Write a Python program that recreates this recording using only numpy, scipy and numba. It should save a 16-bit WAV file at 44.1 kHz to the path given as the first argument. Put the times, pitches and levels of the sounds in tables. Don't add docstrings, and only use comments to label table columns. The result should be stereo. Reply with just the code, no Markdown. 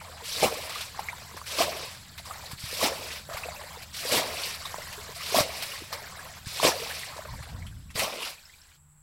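import sys
import numpy as np
from scipy import signal
from scipy.fft import rfft, irfft, next_fast_len
from scipy.io import wavfile
from scipy.ndimage import uniform_filter1d, map_coordinates
from numba import njit

SR = 44100
rng = np.random.default_rng(int(sys.argv[2]) if len(sys.argv) > 2 else 0)


def materialize(psi):
    bounded = np.clip(np.atleast_2d(psi).T, -1, 1)
    quanta = np.round(bounded * 32767).astype(np.int16)
    wavfile.write(sys.argv[1], SR, quanta)


N = 397782
TIME = np.arange(N) / SR

# landing_s, flight_s (before landing), pour_s, sheet_db, splash_db, weight_db (on the mud),
# runoff_db, spray_delay_s (falling spray after landing), spray_spread_s, spray_db
THROWS = [(0.431, 0.183, 0.014, -30, -28.5, -19.5, -31.5, 0.34, 0.087, -37.5),
          (1.592, 0.12, 0.03, -32, -28, -26, -31.5, 0.31, 0.067, -44),
          (2.83, 0.24, 0.03, -30.5, -27.5, -24.5, -33, 0.31, 0.047, -38.5),
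          (4.124, 0.18, 0.059, -29.5, -26.5, -26, -30.5, 0.33, 0.08, -34),
          (5.358, 0.2, 0.042, -30.5, -26, -24, -34.5, 0.31, 0.14, -38.5),
          (6.639, 0.17, 0.041, -31.5, -25, -23, -32.5, 0.31, 0.11, -37.5),
          (7.995, 0.033, 0.045, -30.5, -31.5, -32.5, -33.5, 0.26, 0.049, -36)]
# start_s, length_s, gurgle_db, trickle_db, settling_db_per_s (negative swells)
SCOOPS = [(0.0, 0.23, -48.5, -57, -9), (0.965, 0.48, -45.5, -49.5, 12.5), (2.275, 0.27, -46, -48, 13),
          (3.316, 0.52, -41, -46.5, 13), (4.61, 0.52, -45.5, -45.5, 5.5), (5.929, 0.46, -43, -48.5, 11.5),
          (7.098, 0.56, -43, -53.5, 22.5), (8.379, 0.38, -79, -57, 15)]
# start_s, level_db, pitch_hz, decay_cycles
PLOPS = [(0.222, -37, 444, 4.7), (0.43, -8, 580, 1.3), (0.524, -21.5, 540, 1.3), (0.756, -24, 1155, 5),
         (0.992, -15.5, 824, 1.98), (1.086, -14, 2110, 3.5), (1.129, -26.5, 940, 4.6),
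         (1.344, -36, 370, 1.3), (1.415, -25.5, 1100, 2.1), (1.6, -21, 304, 0.9), (1.604, -11, 651, 5),
         (1.681, -18, 646, 1.8), (2.308, -23.5, 1180, 5), (2.356, -32, 810, 2.8), (2.728, -26, 473, 1.6),
         (2.812, -17.5, 1060, 3.4), (2.918, -21, 526, 2.3), (3.29, -26, 580, 1.1), (3.309, -28, 645, 5.3),
         (3.371, -20, 2150, 2.6), (3.435, -19, 2490, 4.5), (3.455, -28, 478, 3.6), (3.485, -23, 664, 2.9),
         (3.77, -36, 460, 2.9), (4.051, -24, 478, 2.8), (4.743, -15.5, 915, 0.89), (4.783, -24, 590, 1.8),
         (4.975, -37, 407, 6), (5.09, -32.5, 442, 2.1), (5.16, -37.5, 670, 7.8), (5.323, -24, 420, 1.5),
         (5.344, -9, 640, 2.4), (5.385, -6.5, 620, 2), (5.82, -29.5, 328, 0.98), (6.191, -27, 1600, 4.9),
         (6.25, -44, 621, 11.4), (6.599, -15, 1010, 2.4), (6.63, -9.5, 638, 1.8), (6.65, -3.5, 500, 0.85),
         (6.676, -14.5, 480, 2.6), (6.815, -33, 450, 7.3), (7.033, -21, 1920, 3.1), (7.189, -28, 606, 3.4),
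         (7.253, -31, 580, 2.8), (7.285, -33, 1000, 7), (7.338, -30.5, 950, 2.5), (8.019, -18, 600, 1.6),
         (8.223, -32.5, 483, 3.4)]
# start_s, spray_db, slosh_db
SMACKS = [(0.008, -54, -37.5), (0.243, -34, -62), (0.695, -28.5, -38), (0.807, -24.5, -60),
          (0.99, -30.5, -38), (1.366, -32, -37.5), (1.465, -28.5, -62), (2.1774, -27.5, -33),
          (2.254, -31, -43), (2.305, -51, -32.5), (2.458, -37, -62), (2.5132, -29.5, -57),
          (3.3353, -31, -29), (3.369, -27.5, -30.5), (3.82, -32, -59), (4.546, -30, -37.5),
          (4.652, -28, -34), (4.927, -31, -60), (5.104, -47, -40), (5.621, -22, -48), (5.927, -23.5, -24.5),
          (6.47, -35, -60), (7.165, -32, -31), (7.4265, -33, -52), (7.489, -37, -50), (7.6635, -38, -65),
          (7.903, -38, -77), (7.955, -30, -60), (7.993, -18, -43)]
# start_s, level_db, pitch_hz
LOW_THUDS = [(0.43, -32, 168), (1.599, -36, 200), (2.532, -29.5, 116), (2.638, -28.5, 96), (3.343, -33, 75),
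             (5.406, -22, 131), (6.468, -27, 101), (6.653, -34, 148), (7.954, -27.5, 118)]
# start_s, level_db, pitch_hz
DRIPS = [(0.32, -16, 4030), (2.457, -22, 4000), (3.563, -25.5, 2590), (4.6518, -15.5, 3700),
         (4.818, -26, 1980), (7.6216, -32, 2120), (7.6664, -27.5, 3090), (7.7253, -44, 1550),
         (7.895, -39, 2600), (8.3807, -35, 2460), (8.4546, -33, 5100), (8.4956, -36.5, 1980),
         (8.5375, -38, 2330), (8.6158, -37, 5300), (8.7154, -45, 2370)]
# start_s, length_s, level_db
GUSTS = [(7.34, 0.063, -38.5), (7.55, 0.46, -37)]

# frequency_hz, gain_db
SPRAY_COLOUR = [(300, -25), (800, -3), (1500, -0.5), (2300, 3), (3200, -2.5), (4600, 0), (5600, -3.5),
                (6500, -10.5), (7700, -7.5), (9500, -10), (11200, -9.5), (16000, -16)]
# frequency_hz, gain_db
SLOSH_COLOUR = [(90, -32), (200, -13.5), (330, -11.5), (460, -0.5), (660, 4.5), (850, -4), (1080, 3),
                (1500, -15), (2500, -11)]
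# frequency_hz, gain_db
THUD_COLOUR = [(70, -15.5), (130, -4), (200, -5.5), (270, -0.5), (380, 0.5), (600, -16)]
# frequency_hz, gain_db
GURGLE_COLOUR = [(250, -65), (400, -11.5), (520, -6.5), (650, -1), (830, -4), (1030, 3.5), (1500, -7.5),
                 (2200, -4.5), (3200, -36), (5000, -3.5)]
# frequency_hz, gain_db
TRICKLE_COLOUR = [(800, 24), (2200, -2.5), (3200, -1), (4400, 2), (5400, -2.5), (6400, -5.5), (7600, -0.5),
                  (9200, -8.5), (11200, -5.5), (16000, -12.5)]
# frequency_hz, gain_db
MIST_COLOUR = [(2500, -30), (6000, -13), (9000, -15.5), (12000, -16), (16000, -9.5)]
# frequency_hz, gain_db
SHEET_THINNING = [(500, -14), (1200, -2.5), (2500, -3.5), (5000, 1.5), (16000, 0)]
# frequency_hz, gain_db
BUFFET_COLOUR = [(15, -14.5), (40, -5.5), (70, 0), (115, -2.5), (170, -12.5), (260, -21), (450, -46),
                 (1500, -66), (5000, -90)]
# frequency_hz, gain_db
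RUMBLE_COLOUR = [(15, -36.5), (40, -18.5), (62, -9.5), (80, 2), (105, -9.5), (160, -8), (240, -21),
                 (450, -36), (1500, -76), (5000, -88.5)]
# frequency_hz, gain_db
FIELD_COLOUR = [(60, 12), (200, -8.5), (400, -15), (650, -12.5), (950, -2.5), (1700, -9.5), (3000, -17.5),
                (6000, -22.5), (16000, -15)]
# centre_hz, width_hz, level_db
INSECTS = [(7660, 450, -4), (7850, 870, -1.5), (11000, 780, -9)]
# frequency_hz, difference_db
LEFT_LEAD = [(100, -0.5), (500, 2), (1100, 1.5), (2200, 3.5), (4500, 3.5), (7800, 3), (11000, 1.5)]
# frequency_hz, gain_db
TAIL_COLOUR = [(500, -4), (1500, 2.5), (4000, 7)]

BANK_LAG_S, POND_LAG_S = 0.00031, 0.00014
SHEET_SWELL_DB_PER_S, SHEET_ATTACK_S = 45.5, 0.013
FIRST_LUMPS_DB, LUMPS_SWELL_DB_PER_S = -3.5, 141
SPLASH_ATTACK_S, SPLASH_RELEASE_S = 0.018, 0.026
WEIGHT_ATTACK_S, WEIGHT_RELEASE_S = 0.008, 0.023
RUNOFF_S, RUNOFF_RELEASE_S, RUNOFF_FADE_DB_PER_S = 0.23, 0.042, 50
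FIZZ_DB, FIZZ_FADE_DB_PER_S = -7, 7.5
FALLING_WEIGHT_DB = -10.5
SMACK_ATTACK_S, SMACK_DECAY_S, SMACK_SLOSH_DECAY_S = 0.0013, 0.01, 0.011
SCOOP_ATTACK_S, SCOOP_RELEASE_S = 0.028, 0.0098
GULP_DB, GULPS_PER_S = 1, 20
LAPPING_DB, LAPPING_END_S, LAPPING_RELEASE_S = -53.5, 7.43, 0.35
LAPPING_GURGLE_DB = -7
BREEZE_DB, CALM_DB, BREEZE_END_S, BREEZE_RELEASE_S = -51.5, -66.5, 7.85, 0.28
GUST_ATTACK_S, GUST_RELEASE_S, GUST_FADE_DB_PER_S = 0.061, 0.035, 27.5
HUM_START_S, HUM_HZ, HUM_DB = 8.76, 149.4, -60
EDGE_HZ = 15950


def throws(hard_db=-23, mist_db=-9):
    drops = cloud(count=45000, lo_hz=895, hi_hz=16100, cycles=1.17, rise=0.019, spread_db=2.5,
                  cluster_db=1.5, lag=BANK_LAG_S, lag_spread=0.00007, colour=SPRAY_COLOUR)
    spatter = sprinkle(count=900, lo_hz=982, hi_hz=6010, cycles=5, rise=0.02, spread_db=16, lag=BANK_LAG_S)
    pockets = cloud(count=6000, lo_hz=130, hi_hz=2144, cycles=2.6, rise=0.087, spread_db=2.5,
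                    cluster_db=-0.5, lag=BANK_LAG_S, lag_spread=0.0001, colour=SLOSH_COLOUR)
    thud = cloud(count=2000, lo_hz=100, hi_hz=462, cycles=1.07, rise=0.02, spread_db=-5,
                 cluster_db=5.5, lag=BANK_LAG_S, lag_spread=0.00005, colour=THUD_COLOUR)
    flying, fine, heavy = together(throw_flow(*row) for row in THROWS)
    hardness = np.minimum(heavy / gain_of(hard_db), 1)
    clumps = gain_of(1.2 * wander(per_s=130))
    spray = gain_of(-0.5) * drops * clumps + gain_of(14) * spatter
    mist = gain_of(mist_db) * hardness * evened(coloured(drops, MIST_COLOUR))
    sheet = coloured(np.roll(spray, N // 2, axis=1), SHEET_THINNING)
    impact = pockets + gain_of(-9) * hardness * thud
    return flying * sheet + fine * (spray + mist) + heavy * impact


def throw_flow(landing, flight, pour, sheet_db, splash_db, weight_db, runoff_db,
               fall_delay, fall_spread, fall_db):
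    launch, runoff_start = landing - flight, landing + pour
    sheet = gain_of(sheet_db - SHEET_SWELL_DB_PER_S * flight) * envelope(
        launch, flight, SHEET_ATTACK_S, SPLASH_RELEASE_S, SHEET_SWELL_DB_PER_S)
    lumps = gain_of(sheet_db + FIRST_LUMPS_DB - LUMPS_SWELL_DB_PER_S * flight) * envelope(
        launch, flight, WEIGHT_ATTACK_S, WEIGHT_RELEASE_S, LUMPS_SWELL_DB_PER_S)
    splash = gain_of(splash_db) * envelope(landing, pour, SPLASH_ATTACK_S, SPLASH_RELEASE_S)
    weight = gain_of(weight_db) * envelope(landing, pour, WEIGHT_ATTACK_S, WEIGHT_RELEASE_S)
    runoff = gain_of(runoff_db) * envelope(
        runoff_start, RUNOFF_S, SPLASH_ATTACK_S, RUNOFF_RELEASE_S, -RUNOFF_FADE_DB_PER_S)
    fizz = gain_of(runoff_db + FIZZ_DB) * envelope(
        runoff_start, RUNOFF_S, SPLASH_ATTACK_S, RUNOFF_RELEASE_S, -FIZZ_FADE_DB_PER_S)
    falling = gain_of(fall_db) * np.exp(-0.5 * ((TIME - landing - fall_delay) / fall_spread) ** 2)
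    fine = together([splash, fizz, falling])
    heavy = together([lumps, weight, runoff, gain_of(FALLING_WEIGHT_DB) * falling])
    return np.array([sheet, fine, heavy])


def plops(rise=0.026):
    start, db, hz, cycles = np.array(PLOPS, float).T
    same = np.ones(len(start))
    cycles = np.clip(cycles, 0.5, 12)
    return ring(start, gain_of(db + 0.5), hz, cycles, rise * same, 0.00011 * same, N, SR)


def smacks(drops_db=-6, bubbles_db=-1):
    burst = together(gain_of(db) * envelope(s + SMACK_ATTACK_S, 0, SMACK_ATTACK_S, SMACK_DECAY_S)
                     for s, db, _ in SMACKS)
    slosh = together(gain_of(db) * envelope(s + SMACK_ATTACK_S, 0, SMACK_ATTACK_S, SMACK_SLOSH_DECAY_S)
                     for s, _, db in SMACKS)
    drops = cloud(count=30000, lo_hz=716, hi_hz=16400, cycles=1.6, rise=0.016, spread_db=-2,
                  cluster_db=-1.5, lag=POND_LAG_S, lag_spread=0.0001, colour=SPRAY_COLOUR)
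    bubbles = cloud(count=7000, lo_hz=420, hi_hz=2810, cycles=1.9, rise=0.063, spread_db=5,
                    cluster_db=13.5, lag=POND_LAG_S, lag_spread=0.0001, colour=GURGLE_COLOUR)
    return gain_of(drops_db) * drops * burst + gain_of(bubbles_db) * bubbles * slosh


def scoops():
    bubbles = cloud(count=5000, lo_hz=278.5, hi_hz=3785, cycles=2.68, rise=0.042, spread_db=3,
                    cluster_db=1, lag=POND_LAG_S, lag_spread=0.00019, colour=GURGLE_COLOUR)
    rising = sprinkle(count=220, lo_hz=427, hi_hz=2280, cycles=11, rise=0.1, spread_db=9.5, lag=POND_LAG_S)
    trickle = cloud(count=26000, lo_hz=1440, hi_hz=17400, cycles=3.12, rise=0.051, spread_db=2.5,
                    cluster_db=0.5, lag=POND_LAG_S, lag_spread=0.000195, colour=TRICKLE_COLOUR)
    droplets = sprinkle(count=380, lo_hz=1830, hi_hz=6000, cycles=18, rise=0.0059, spread_db=-1,
                        lag=POND_LAG_S)
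    gurgle = gain_of(-1) * bubbles + gain_of(6) * rising
    runnels = gain_of(1.5) * trickle + gain_of(4.5) * droplets
    filling, dripping = together(scoop_flow(*row) for row in SCOOPS)
    lapping = gain_of(LAPPING_DB) * envelope(0, LAPPING_END_S, SCOOP_ATTACK_S, LAPPING_RELEASE_S)
    inflow = together([filling, gain_of(LAPPING_GURGLE_DB) * lapping])
    gulps = inflow * gain_of(GULP_DB * wander(per_s=GULPS_PER_S))
    return (gurgle + glugs()) * gulps + runnels * together([dripping, lapping])


def scoop_flow(start, length, gurgle_db, trickle_db, settling_db):
    levels = gain_of([[gurgle_db], [trickle_db]])
    return levels * envelope(start, length, SCOOP_ATTACK_S, SCOOP_RELEASE_S, -settling_db)


def glugs():
    return gain_of(9) * sprinkle(count=70, lo_hz=520, hi_hz=1900, cycles=10, rise=0.1, spread_db=4.5,
                                 lag=POND_LAG_S)


def drips(cycles=7, rise=0.012):
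    start, db, hz = np.array(DRIPS, float).T
    same = np.ones(len(start))
    return ring(start, gain_of(db), hz, cycles * same, rise * same, POND_LAG_S * same, N, SR)


def low_thuds():
    start, db, hz = np.array(LOW_THUDS, float).T
    same = np.ones(len(start))
    return ring(start, gain_of(db + 4), hz, 0.43 * same, 0 * same, POND_LAG_S * same, N, SR)


def wind(left_db=4, right_db=-2, shared=3.2):
    left, right, both = coloured(rng.standard_normal((3, N)), RUMBLE_COLOUR)
    fading = gain_of(BREEZE_DB) * envelope(0, BREEZE_END_S, GUST_ATTACK_S, BREEZE_RELEASE_S)
    breeze = together([fading, gain_of(CALM_DB)])
    rumble = evened(np.array([left, right]) + shared * both) * breeze
    force = together(gain_of(db) * envelope(s, length, GUST_ATTACK_S, GUST_RELEASE_S, -GUST_FADE_DB_PER_S)
                     for s, length, db in GUSTS)
    buffet = evened(coloured(rng.standard_normal((2, N)), BUFFET_COLOUR))
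    gust = buffet * force * gain_of(0.84 * wander(per_s=21))
    return rumble + gust * gain_of([[left_db], [right_db]])


def field():
    air = gain_of(-62) * evened(coloured(rng.standard_normal((2, N)), FIELD_COLOUR))
    hz = np.fft.rfftfreq(N, 1 / SR)
    song = sum(gain_of(db) / (1 + ((hz - centre) / width) ** 2) ** 2 for centre, width, db in INSECTS)
    insects = gain_of(-63) * evened(irfft(rfft(rng.standard_normal((2, N))) * song, N))
    onset = np.clip((TIME - HUM_START_S) / 0.0193, 0, 1)
    hum = gain_of(HUM_DB) * np.sin(2 * np.pi * HUM_HZ * TIME) * onset
    return air + insects * gain_of(1.5 * wander(per_s=25)) + hum


def cloud(count, lo_hz, hi_hz, cycles, rise, spread_db, cluster_db, lag, lag_spread, colour):
    when, pitch, big, life, glide, place = rng.random((count, 6)).T
    hz = lo_hz * (hi_hz / lo_hz) ** pitch
    cluster = map_coordinates(rng.standard_normal((451, 9)), [450 * when, 8 * pitch], order=1)
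    size = hz * gain_of(spread_db * np.minimum(-np.log(1 - big), 4) + cluster_db * cluster)
    lags = lag + lag_spread * (2 * place - 1)
    x = ring(when * N / SR, size, hz, cycles * (0.5 + life), 2 * rise * glide, lags, N, SR)
    x = coloured(x, colour)
    flow = uniform_filter1d((x ** 2).mean(0), size=1100)
    flow = uniform_filter1d(flow, size=1100)
    return x / np.sqrt(abs(flow) + 0.024 * flow.mean())


def sprinkle(count, lo_hz, hi_hz, cycles, rise, spread_db, lag):
    when, pitch, big, life, place = rng.random((count, 5)).T
    size = gain_of(spread_db * (big ** 3 - 1))
    hz = lo_hz * (hi_hz / lo_hz) ** pitch
    vary = 0.5 + place
    return ring(when * N / SR, size, hz, cycles * (0.5 + life), rise * vary, lag * vary, N, SR)


@njit
def ring(start, size, hz, cycles, rise, lag, length, sr):
    out = np.zeros((2, length))
    for k in range(len(start)):
        life = cycles[k] / hz[k]
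        for port in range(2):
            begin = start[k] + port * lag[k]
            first = max(0, int(begin * sr) + 1)
            last = min(length, int((begin + 6 * life) * sr))
            for i in range(first, last):
                t = i / sr - begin
                swell = 1.3 * (1 - np.exp(-(2.2 * t / life) ** 1.5)) * np.exp(-t / life)
                turns = hz[k] * t * (1 + rise[k] * t / (2 * life))
                out[port, i] += size[k] * swell * np.sin(2 * np.pi * turns)
    return out


def scatter(x, wet_db, t60):
    hz, _, z = signal.stft(x, SR, nperseg=256, noverlap=192)
    keep = gain_of(-120 * 64 / SR / t60)
    power = signal.lfilter([0, 0, 1 - keep], [1, -keep], abs(z) ** 2)
    z = np.sqrt(power) * np.exp(2j * np.pi * rng.random(z.shape))
    z *= gain_of(wet_db + read(TAIL_COLOUR, hz))[:, None]
    return x + 2 * signal.istft(z, nperseg=256, noverlap=192)[1][:, :N]


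def envelope(start, length, attack, release, slope_db=0):
    t = TIME - start
    rising = (np.minimum(t, 0) / max(attack, 0.0003)) ** 2
    dying = np.maximum(t - length, 0) / max(release, 0.001)
    return np.exp(-np.minimum(rising + dying, 40)) * gain_of(slope_db * np.clip(t, 0, length))


def together(parts):
    return np.sqrt(sum(part ** 2 for part in parts))


def wander(per_s):
    knots = np.linspace(0, N / SR, 4000)
    span = max(1, int(1 / (knots[1] * per_s)))
    smooth = uniform_filter1d(rng.standard_normal(len(knots)), span)
    return np.interp(TIME, knots, evened(smooth))


def coloured(x, points):
    size = next_fast_len(x.shape[-1] + 2048)
    gain = gain_of(read(points, np.fft.rfftfreq(size, 1 / SR)))
    return irfft(rfft(x, size) * gain, size)[..., :x.shape[-1]]


def read(points, hz):
    f, value = np.transpose(points)
    return np.interp(np.log(hz + 1), np.log(f), value)


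def evened(x):
    return x / np.sqrt(np.mean(x ** 2) + 1e-20)


def gain_of(db):
    return 10 ** (np.asarray(db) / 20)


def scene():
    flows = scatter(throws() + smacks() + scoops(), wet_db=-5.5, t60=0.069)
    plops_and_drips = scatter(plops() + drips(), wet_db=-9, t60=0.07)
    water = flows + plops_and_drips
    left = coloured(water[0], [(f, db / 2) for f, db in LEFT_LEAD])
    right = coloured(water[1], [(f, -db / 2) for f, db in LEFT_LEAD])
    return np.array([left, right]) + low_thuds() + wind() + field()


def record(dry):
    low_pass = signal.firwin(611, EDGE_HZ, window=("kaiser", 9), fs=SR)
    return signal.oaconvolve(dry, low_pass[None], "same")


dry = scene()
out = record(dry)
materialize(out)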